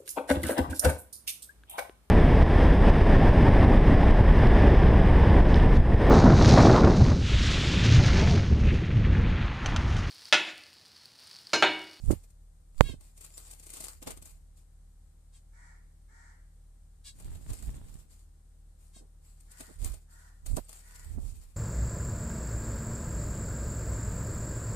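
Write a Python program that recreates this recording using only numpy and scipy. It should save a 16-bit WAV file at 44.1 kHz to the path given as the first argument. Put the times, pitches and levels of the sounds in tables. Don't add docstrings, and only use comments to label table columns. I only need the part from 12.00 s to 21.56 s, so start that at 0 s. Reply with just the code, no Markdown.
import sys
import numpy as np
from scipy import signal
from scipy.fft import rfft, irfft, next_fast_len
from scipy.io import wavfile
from scipy.ndimage import uniform_filter1d

SR = 44100
rng = np.random.default_rng(int(sys.argv[2]) if len(sys.argv) > 2 else 0)


def to_wav(sig):
    pcm = np.clip(np.atleast_2d(sig), -1, 1) * 32767
    pcm = np.round(pcm).astype(np.int16)
    wavfile.write(sys.argv[1], SR, pcm.T)


N = 421596
T = np.arange(N) / SR

# peak t/s, level/dB, rise/s, fall/s
PREEN_SWELLS = [(.11, -60.5, .2, .19), (.805, -59, .06, .14), (1.035, -68, .05, 0.22),
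                (1.24, -59.5, 0.095, .1), (1.40, -57.5, 0.19, 0.27), (1.86, -51.5, 0.27, 0.12),
                (2.09, -58.5, .05, 0.13), (2.27, -58.5, 0.036, 0.12), (2.575, -69.5, 0.029, 0.069),
                (5.25, -61, .14, .24), (5.55, -58.5, 0.19, .45), (5.955, -64.5, 0.23, .13),
                (6.112, -64.5, 0.032, .17), (6.812, -69, 0.039, .22), (7.258, -66.5, 0.044, .19),
                (7.645, -58.5, 0.22, .16), (7.86, -52.5, 0.091, .13), (8.112, -64.5, .03, .33),
                (8.48, -56.5, .03, 0.23), (8.74, -57, .09, .15), (8.95, -59.5, 0.2, .38),
                (9.28, -62, 0.25, .27), (9.425, -67, .04, .2)]
# f/Hz, level/dB
FEATHER_SPECTRUM = [(150, -29), (300, -11), (600, -7), (1200, -10.5), (2200, -12), (3400, -14.5),
                    (5000, -9), (6300, -10.5), (7500, -1.5), (8800, -3), (10200, -9), (13800, -9.5)]


def feathers():
    effort = swells(PREEN_SWELLS)
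    strokes = unit(amp(2.3 * wobble(45)))
    catching = np.clip(effort / amp(-61), .35, 1) * barbs(rate_hz=170, spread_db=4)
    grain = patchy(noise() + catching, depth_db=1.4)
    return amp(-0.5) * effort * strokes * coloured(grain, FEATHER_SPECTRUM)


def barbs(rate_hz, spread_db):
    snaps = rng.random(N) < rate_hz / SR
    size = amp(spread_db * np.minimum(rng.exponential(size=N), 4))
    decay_s = 0.00046
    envelope = signal.lfilter([1], [1, -np.exp(-1 / (decay_s * SR))], snaps * size)
    return unit(noise() * envelope)


# start t/s, length/s, first level/dB, growth/(dB/s)
FLUTTER_RUNS = [(1.174, .088, -45, 85), (1.595, .263, -44.5, 60)]


def wingbeats(period_s=.0348, gain_db=1.5, knock_db=-4):
    return [(s + t, gain_db + db + growth * t, knock_db)
            for s, length_s, db, growth in FLUTTER_RUNS for t in np.arange(0, length_s, period_s)]


# t/s, level/dB, relative knock/dB
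CONTACTS = [(.1108, -28.5, -1), (.236, -48, -1.5), (.302, -53, -18), (1.0072, -50, 6), (1.509, -38.5, -13),
            (1.5297, -38, -2.5), (2.0238, -36.5, 4.5), (2.0715, -31.5, 11), (2.1033, -31.5, 3),
            (2.1708, -43, 4.5), (2.221, -43.5, 2), (2.254, -40, -1), (5.198, -43.5, 2.5), (5.35, -46.5, 8),
            (5.5002, -42, 9.5), (5.5317, -36, 2), (7.403, -49.5, -15), (7.5136, -44.5, -7),
            (7.604, -34.5, 5.5), (7.842, -30.5, -3.5), (7.938, -40.5, 1.5), (8.462, -36, 0.5),
            (8.5658, -29, -10), (8.6905, -39.5, 1)]
# f/Hz, level/dB
CLAW_SPECTRUM = [(300, -42), (2000, -12.5), (3500, -16), (6000, -7.5), (8500, 1), (10500, -7.5),
                 (14000, -6.5)]
CAGE_SPECTRUM = [(60, -8), (200, 12.5), (600, 8.5), (1200, -2), (2200, -5.5), (4500, -6.5), (9000, -27)]


def flicks(attack_s=0.0036, t60_s=0.033, graze_db=-15, graze_s=0.0051):
    bright, dull = np.zeros(N), np.zeros(N)
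    t = np.arange(-SR // 25, SR // 5) / SR
    after = np.maximum(t, 0)
    blow = (1 - np.exp(-(after / attack_s) ** 2)) * amp(-60 * after / t60_s)
    blow += amp(graze_db) * np.exp(-np.abs(t) / graze_s)
    for s, db, knock_db in list(CONTACTS) + wingbeats():
        add(bright, s + t[0], amp(db) * blow)
        add(dull, s + t[0], amp(db + knock_db) * blow)
    catches = unit(amp(4 * wobble(900)))
    taps = bright * coloured(noise() * catches, CLAW_SPECTRUM)
    knocks = dull * coloured(noise(), CAGE_SPECTRUM)
    return amp(-2) * taps + amp(-10) * knocks


# peak t/s, level/dB, rise/s, fall/s
GUST_SWELLS = [(.096, -28.5, 0.072, 0.071), (.83, -31, .02, 0.13), (2.1, -52, 0.16, .35),
               (7.85, -31.5, 0.068, 0.1), (8.53, -30.5, 0.079, 0.073), (9.18, -36, 0.17, 0.25)]
# f/Hz, level/dB
BUFFET_SPECTRUM = [(10, -20), (30, 5), (70, 0), (130, -16), (250, -26), (500, -36.5), (1200, -50),
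                   (4000, -93.5)]


def draught():
    return swells(GUST_SWELLS) * coloured(noise(), BUFFET_SPECTRUM) * amp([[-11], [4]])


# t/s, level/dB, half length/s, turbulence f/Hz
EDDIES = [(.043, -22, .0036, 120), (0.093, -16, 0.0066, 68), (.108, -13, 0.0048, 320),
          (.118, -30, .00033, 1790), (.13, -24, 0.0089, 250), (0.8123, -8, 0.0012, 899),
          (.897, -36.5, 0.013, 289.6), (0.941, -40, 0.0096, 257), (2.078, -46, .02, 150),
          (6.969, -48.5, .0058, 430), (7.026, -58.5, .033, 483), (7.70, -50, .017, 400),
          (8.567, -29, 0.005, 40), (8.581, -30.5, .012, 593), (9.184, -32.5, .009, 265)]


def puffs():
    port = np.zeros(N)
    t = np.arange(-SR // 16, SR // 16) / SR
    for s, db, half_s, eddy_hz in EDDIES:
        core = np.exp(-(t / half_s) ** 2)
        band = lambda hz: hz / (hz + eddy_hz / 5) / (1 + (hz / eddy_hz) ** 3)
        churn = filtered(rng.standard_normal(len(t)), band) * core
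        churn *= np.linalg.norm(core) / np.linalg.norm(churn)
        low_swell = np.exp(-np.abs(t) / (0.0068 + half_s))
        suction = core - low_swell * core.sum() / low_swell.sum()
        turbulence = min(0.27 + 90 * half_s, 1)
        add(port, s + t[0], amp(db) * (turbulence * churn - (1.25 - turbulence) * suction))
    return port * amp([[-42], [0]])


def wing_slap(at_s=.8093, gain_db=2, half_s=0.0013, tip_db=3.5, crack_db=-19):
    t = np.arange(-SR // 16, SR // 16) / SR
    suction = np.exp(-np.minimum(np.abs(t / half_s), 4) ** 5)
    tip = np.exp(-np.abs((t + .00045) / .00019) ** 1.3)
    crack = rng.standard_normal(len(t)) * np.exp(-np.abs(t + .0003) / .0005)
    low_swell = 0.077 * np.exp(-np.abs(t) / 0.016)
    pulse = low_swell - suction + amp(tip_db) * tip + amp(crack_db) * crack
    port = np.zeros(N)
    add(port, at_s + t[0], amp(gain_db) * pulse)
    return port * amp([[-44], [0]])


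# peak t/s, level/dB, rise/s, fall/s
BRUSH_SWELLS = [(5.29, -41.5, 0.14, 0.22), (5.5, -44.5, 0.14, 0.072), (5.68, -40, 0.15, 0.31)]
# f/Hz, level/dB
SHELL_SPECTRUM = [(15, -26), (25, 4.5), (71, -0.5), (168, -12), (456, -29.5), (958, -36), (1220, -42),
                  (1750, -39.5), (2220, -45.5), (3000, -47.5), (3900, -46.5), (6600, -120)]


def brush(bumps_db=3.0):
    drag = noise() + .8 * barbs(rate_hz=70, spread_db=3)
    pressure = swells(BRUSH_SWELLS) * unit(amp(bumps_db * wobble(35)))
    return pressure * coloured(drag, SHELL_SPECTRUM) * amp([[-2], [4]])


# t/s, length/s, pitch/Hz, level/dB, lower resonance f/Hz, half width/Hz, upper resonance/dB, rasp
NASAL_CALLS = [(0.817, .13, 553.5, -52, 2850, 1240, -11.5, 0.1),
               (3.319, .076, 546, -66, 3350, 2800, 6, 0.5),
               (5.037, .074, 573.5, -51, 4146, 1097, -0.5, 0.4),
               (6.927, 0.083, 548.4, -60.5, 3900, 3410, 5, 0.2)]
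CALL_CONTOUR = [(0, .94), (.3, 1), (.55, 0.98), (1, .93)]
# f/Hz, T60/s
PERCH_DECAY = [(2000, 0.087), (9000, 0.13)]


def finches(upper_hz=8100):
    voice = np.zeros(N)
    for s, length_s, pitch_hz, db, lower_hz, width_hz, upper_db, rasp in NASAL_CALLS:
        def throat(hz):
            lower = 1 / (1 + ((hz - lower_hz) / width_hz) ** 2)
            upper = amp(upper_db) / (1 + ((hz - upper_hz) / 1100) ** 2)
            return (lower + upper + 0.083) / (1 + (600 / (hz + 1)) ** 2)

        u = np.arange(int(length_s * SR)) / (length_s * SR)
        bend = np.interp(u, *np.transpose(CALL_CONTOUR))
        jitter = 1 + .01 * wobble(400, count=len(u))
        phase = 2 * np.pi * np.cumsum(pitch_hz * bend * jitter) / SR
        stack = unit(sum(np.cos(k * phase + 2 * rng.random()) for k in range(1, 26)))
        air = unit(rng.standard_normal(len(u)) * (1 + np.cos(phase)))
        call = filtered(np.sqrt(1 - rasp) * stack + np.sqrt(rasp) * air, throat)
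        envelope = np.sin(np.pi * u) ** 1.1
        add(voice, s, amp(db) * envelope * unit(call))
    return amp(-5.5) * voice + amp(-1) * echoes(voice, PERCH_DECAY)


# t/s, half length/s, f/Hz, level/dB
WHISTLES = [(1.354, 0.016, 7180, -56), (7.29, 0.041, 7730, -71), (8.651, .008, 8430, -58.5),
            (9.06, 0.048, 7860, -69.5)]


def squeaks():
    tones = np.zeros(N)
    t = np.arange(-SR // 8, SR // 8) / SR
    for s, half_s, hz, db in WHISTLES:
        waver = 1 + 0.0122 * wobble(295, count=len(t))
        phase = 2 * np.pi * np.cumsum(hz * waver) / SR
        add(tones, s + t[0], amp(db) * np.exp(-(t / half_s) ** 2) * np.sin(phase))
    return tones


# t/s, length/s, pitch/Hz, level/dB, throat frequency ratio
CROW_CAWS = [(3.516, 0.23, 481.6, -61.5, 0.99), (4.075, 0.26, 473.5, -61.5, 0.96),
             (7.468, 0.25, 497.4, -63.5, 0.95), (8.069, 0.24, 481, -64.5, 0.88),
             (8.794, 0.28, 493, -63.5, 0.99)]
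CAW_CONTOUR = [(0, .9), (.25, .98), (.6, 1), (.85, .93), (1, .57)]
# f/Hz, level/dB
CROW_SPECTRUM = [(450, -40), (750, -7), (920, -6), (1200, -9), (1520, -5), (1750, -0.5), (2000, -2.5),
                 (2200, -5), (2700, -36.5), (4500, -25), (8000, -16), (11000, -31)]
# f/Hz, T60/s
YARD_DECAY = [(500, 0.36), (2000, 0.54), (8000, 0.38)]


def crow():
    voice = np.zeros(N)
    for s, length_s, pitch_hz, db, throat_ratio in CROW_CAWS:
        u = np.arange(int(length_s * SR)) / (length_s * SR)
        arch = np.interp(u, *np.transpose(CAW_CONTOUR))
        jitter = 1 + .04 * wobble(450, count=len(u)) + .016 * wobble(20, count=len(u))
        phase = 2 * np.pi * np.cumsum(pitch_hz * arch * jitter) / SR
        stack = sum(np.cos(k * phase) for k in range(1, 22))
        rasp = 1 + .9 * np.sin(phase / 3 + wobble(90, count=len(u)))
        throat = np.multiply(CROW_SPECTRUM, [throat_ratio, 1])
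        envelope = np.sqrt(np.sin(np.pi * u))
        add(voice, s, amp(db) * envelope * coloured(stack * rasp, throat))
    return amp(-12) * voice + amp(-1) * echoes(voice, YARD_DECAY)


# f/Hz, level/dB
MOTOR_TONES = [(37.7, -57), (75.4, -64), (113.1, -90), (150.7, -76), (791, -94)]
HISS_SPECTRUM = [(100, -8), (300, -21.5), (500, -18.5), (800, -24.5), (1800, -28), (2600, -35.5),
                 (5500, -33), (8500, -26.5), (11000, -33), (14500, -34.5)]


def motor_and_hiss():
    drifting_s = T + 0.00014 * wobble(1)
    hum = sum(np.sqrt(2) * amp(db) * np.sin(2 * np.pi * (hz * drifting_s + rng.random()))
              for hz, db in MOTOR_TONES)
    rumble = coloured(rng.standard_normal(N), [(10, -10), (40, 8.5), (130, -8), (300, -17), (900, -54.5)])
    return hum + amp(-66) * rumble + amp(-72.5) * coloured(noise(), HISS_SPECTRUM)


def amp(db):
    return 10 ** (np.asarray(db) / 20)


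def unit(x):
    return x / np.sqrt(np.mean(x ** 2) + 1e-20)


def along(points, hz):
    f, v = np.transpose(points)
    return np.interp(np.log(hz + 1), np.log(f + 1), v)


def noise(count=N):
    return rng.standard_normal((2, count))


def wobble(rate_hz, count=N):
    knots = rng.standard_normal(int(count * rate_hz / SR) + 2)
    index, step = np.divmod(np.arange(count) * rate_hz / SR, 1)
    index = index.astype(int)
    return knots[index] + np.diff(knots, append=0)[index] * step * step * (3 - 2 * step)


def swells(rows, drop_db=18, roundness=1.35):
    t = np.arange(0, N / SR, 1 / 1000)
    power = np.zeros(len(t))
    for s, db, rise_s, fall_s in rows:
        away = np.abs((t - s) / np.where(t < s, rise_s, fall_s))
        power += amp(db - drop_db * away ** roundness) ** 2
    return np.interp(T, t, np.sqrt(power))


def filtered(x, response):
    n = x.shape[-1]
    m = next_fast_len(n + 8192)
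    return irfft(rfft(x, m) * response(np.fft.rfftfreq(m, 1 / SR)), m)[..., :n]


def coloured(x, spectrum):
    return unit(filtered(x, lambda hz: amp(along(spectrum, hz))))


def patchy(x, depth_db):
    z = signal.stft(x, nperseg=256)[2]
    field = uniform_filter1d(rng.standard_normal(z.shape[1:]), size=6, axis=0)
    field = uniform_filter1d(field, size=14, axis=1)
    return signal.istft(z * amp(depth_db * unit(field)), nperseg=256)[1][:, :N]


def echoes(x, decay):
    hz, t, z = signal.stft(noise(count=SR // 2), SR, nperseg=256)
    tail = signal.istft(z * amp(-60 * t / along(decay, hz)[:, None]), SR, nperseg=256)[1]
    return signal.fftconvolve(np.atleast_2d(x), tail / np.linalg.norm(tail[0]), axes=1)[:, :N]


def add(track, s, sound):
    start = round(s * SR)
    sound = sound[..., max(-start, 0):]
    part = track[..., max(start, 0):][..., :sound.shape[-1]]
    part += sound[..., :part.shape[-1]]


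# f/Hz, T60/s
ROOM_DECAY = [(200, 0.14), (2000, .2), (8000, 0.067), (14000, 0.18)]


def scene():
    movement = feathers() + flicks() + squeaks()
    airborne = movement + amp(-2.5) * echoes(movement, ROOM_DECAY) + finches() + crow() + motor_and_hiss()
    return airborne + draught() + puffs() + wing_slap() + brush()


# f/Hz, gain/dB
LEFT_RESPONSE = [(2000, 2), (4000, 3.5), (6000, 3), (8500, 7.5), (14000, 3.5)]
RIGHT_RESPONSE = [(2000, 1.5), (4000, 6), (6000, 2.5), (8500, 1.5), (14000, -6)]


def record(dry):
    ports = filtered(dry, lambda hz: amp([along(LEFT_RESPONSE, hz), along(RIGHT_RESPONSE, hz)]))
    clipped = np.clip(ports, -1, 1)
    cutoff_hz = 14500
    return filtered(clipped, lambda hz: 1 / (1 + (hz / cutoff_hz) ** 100))


dry = scene()
out = record(dry)
to_wav(out)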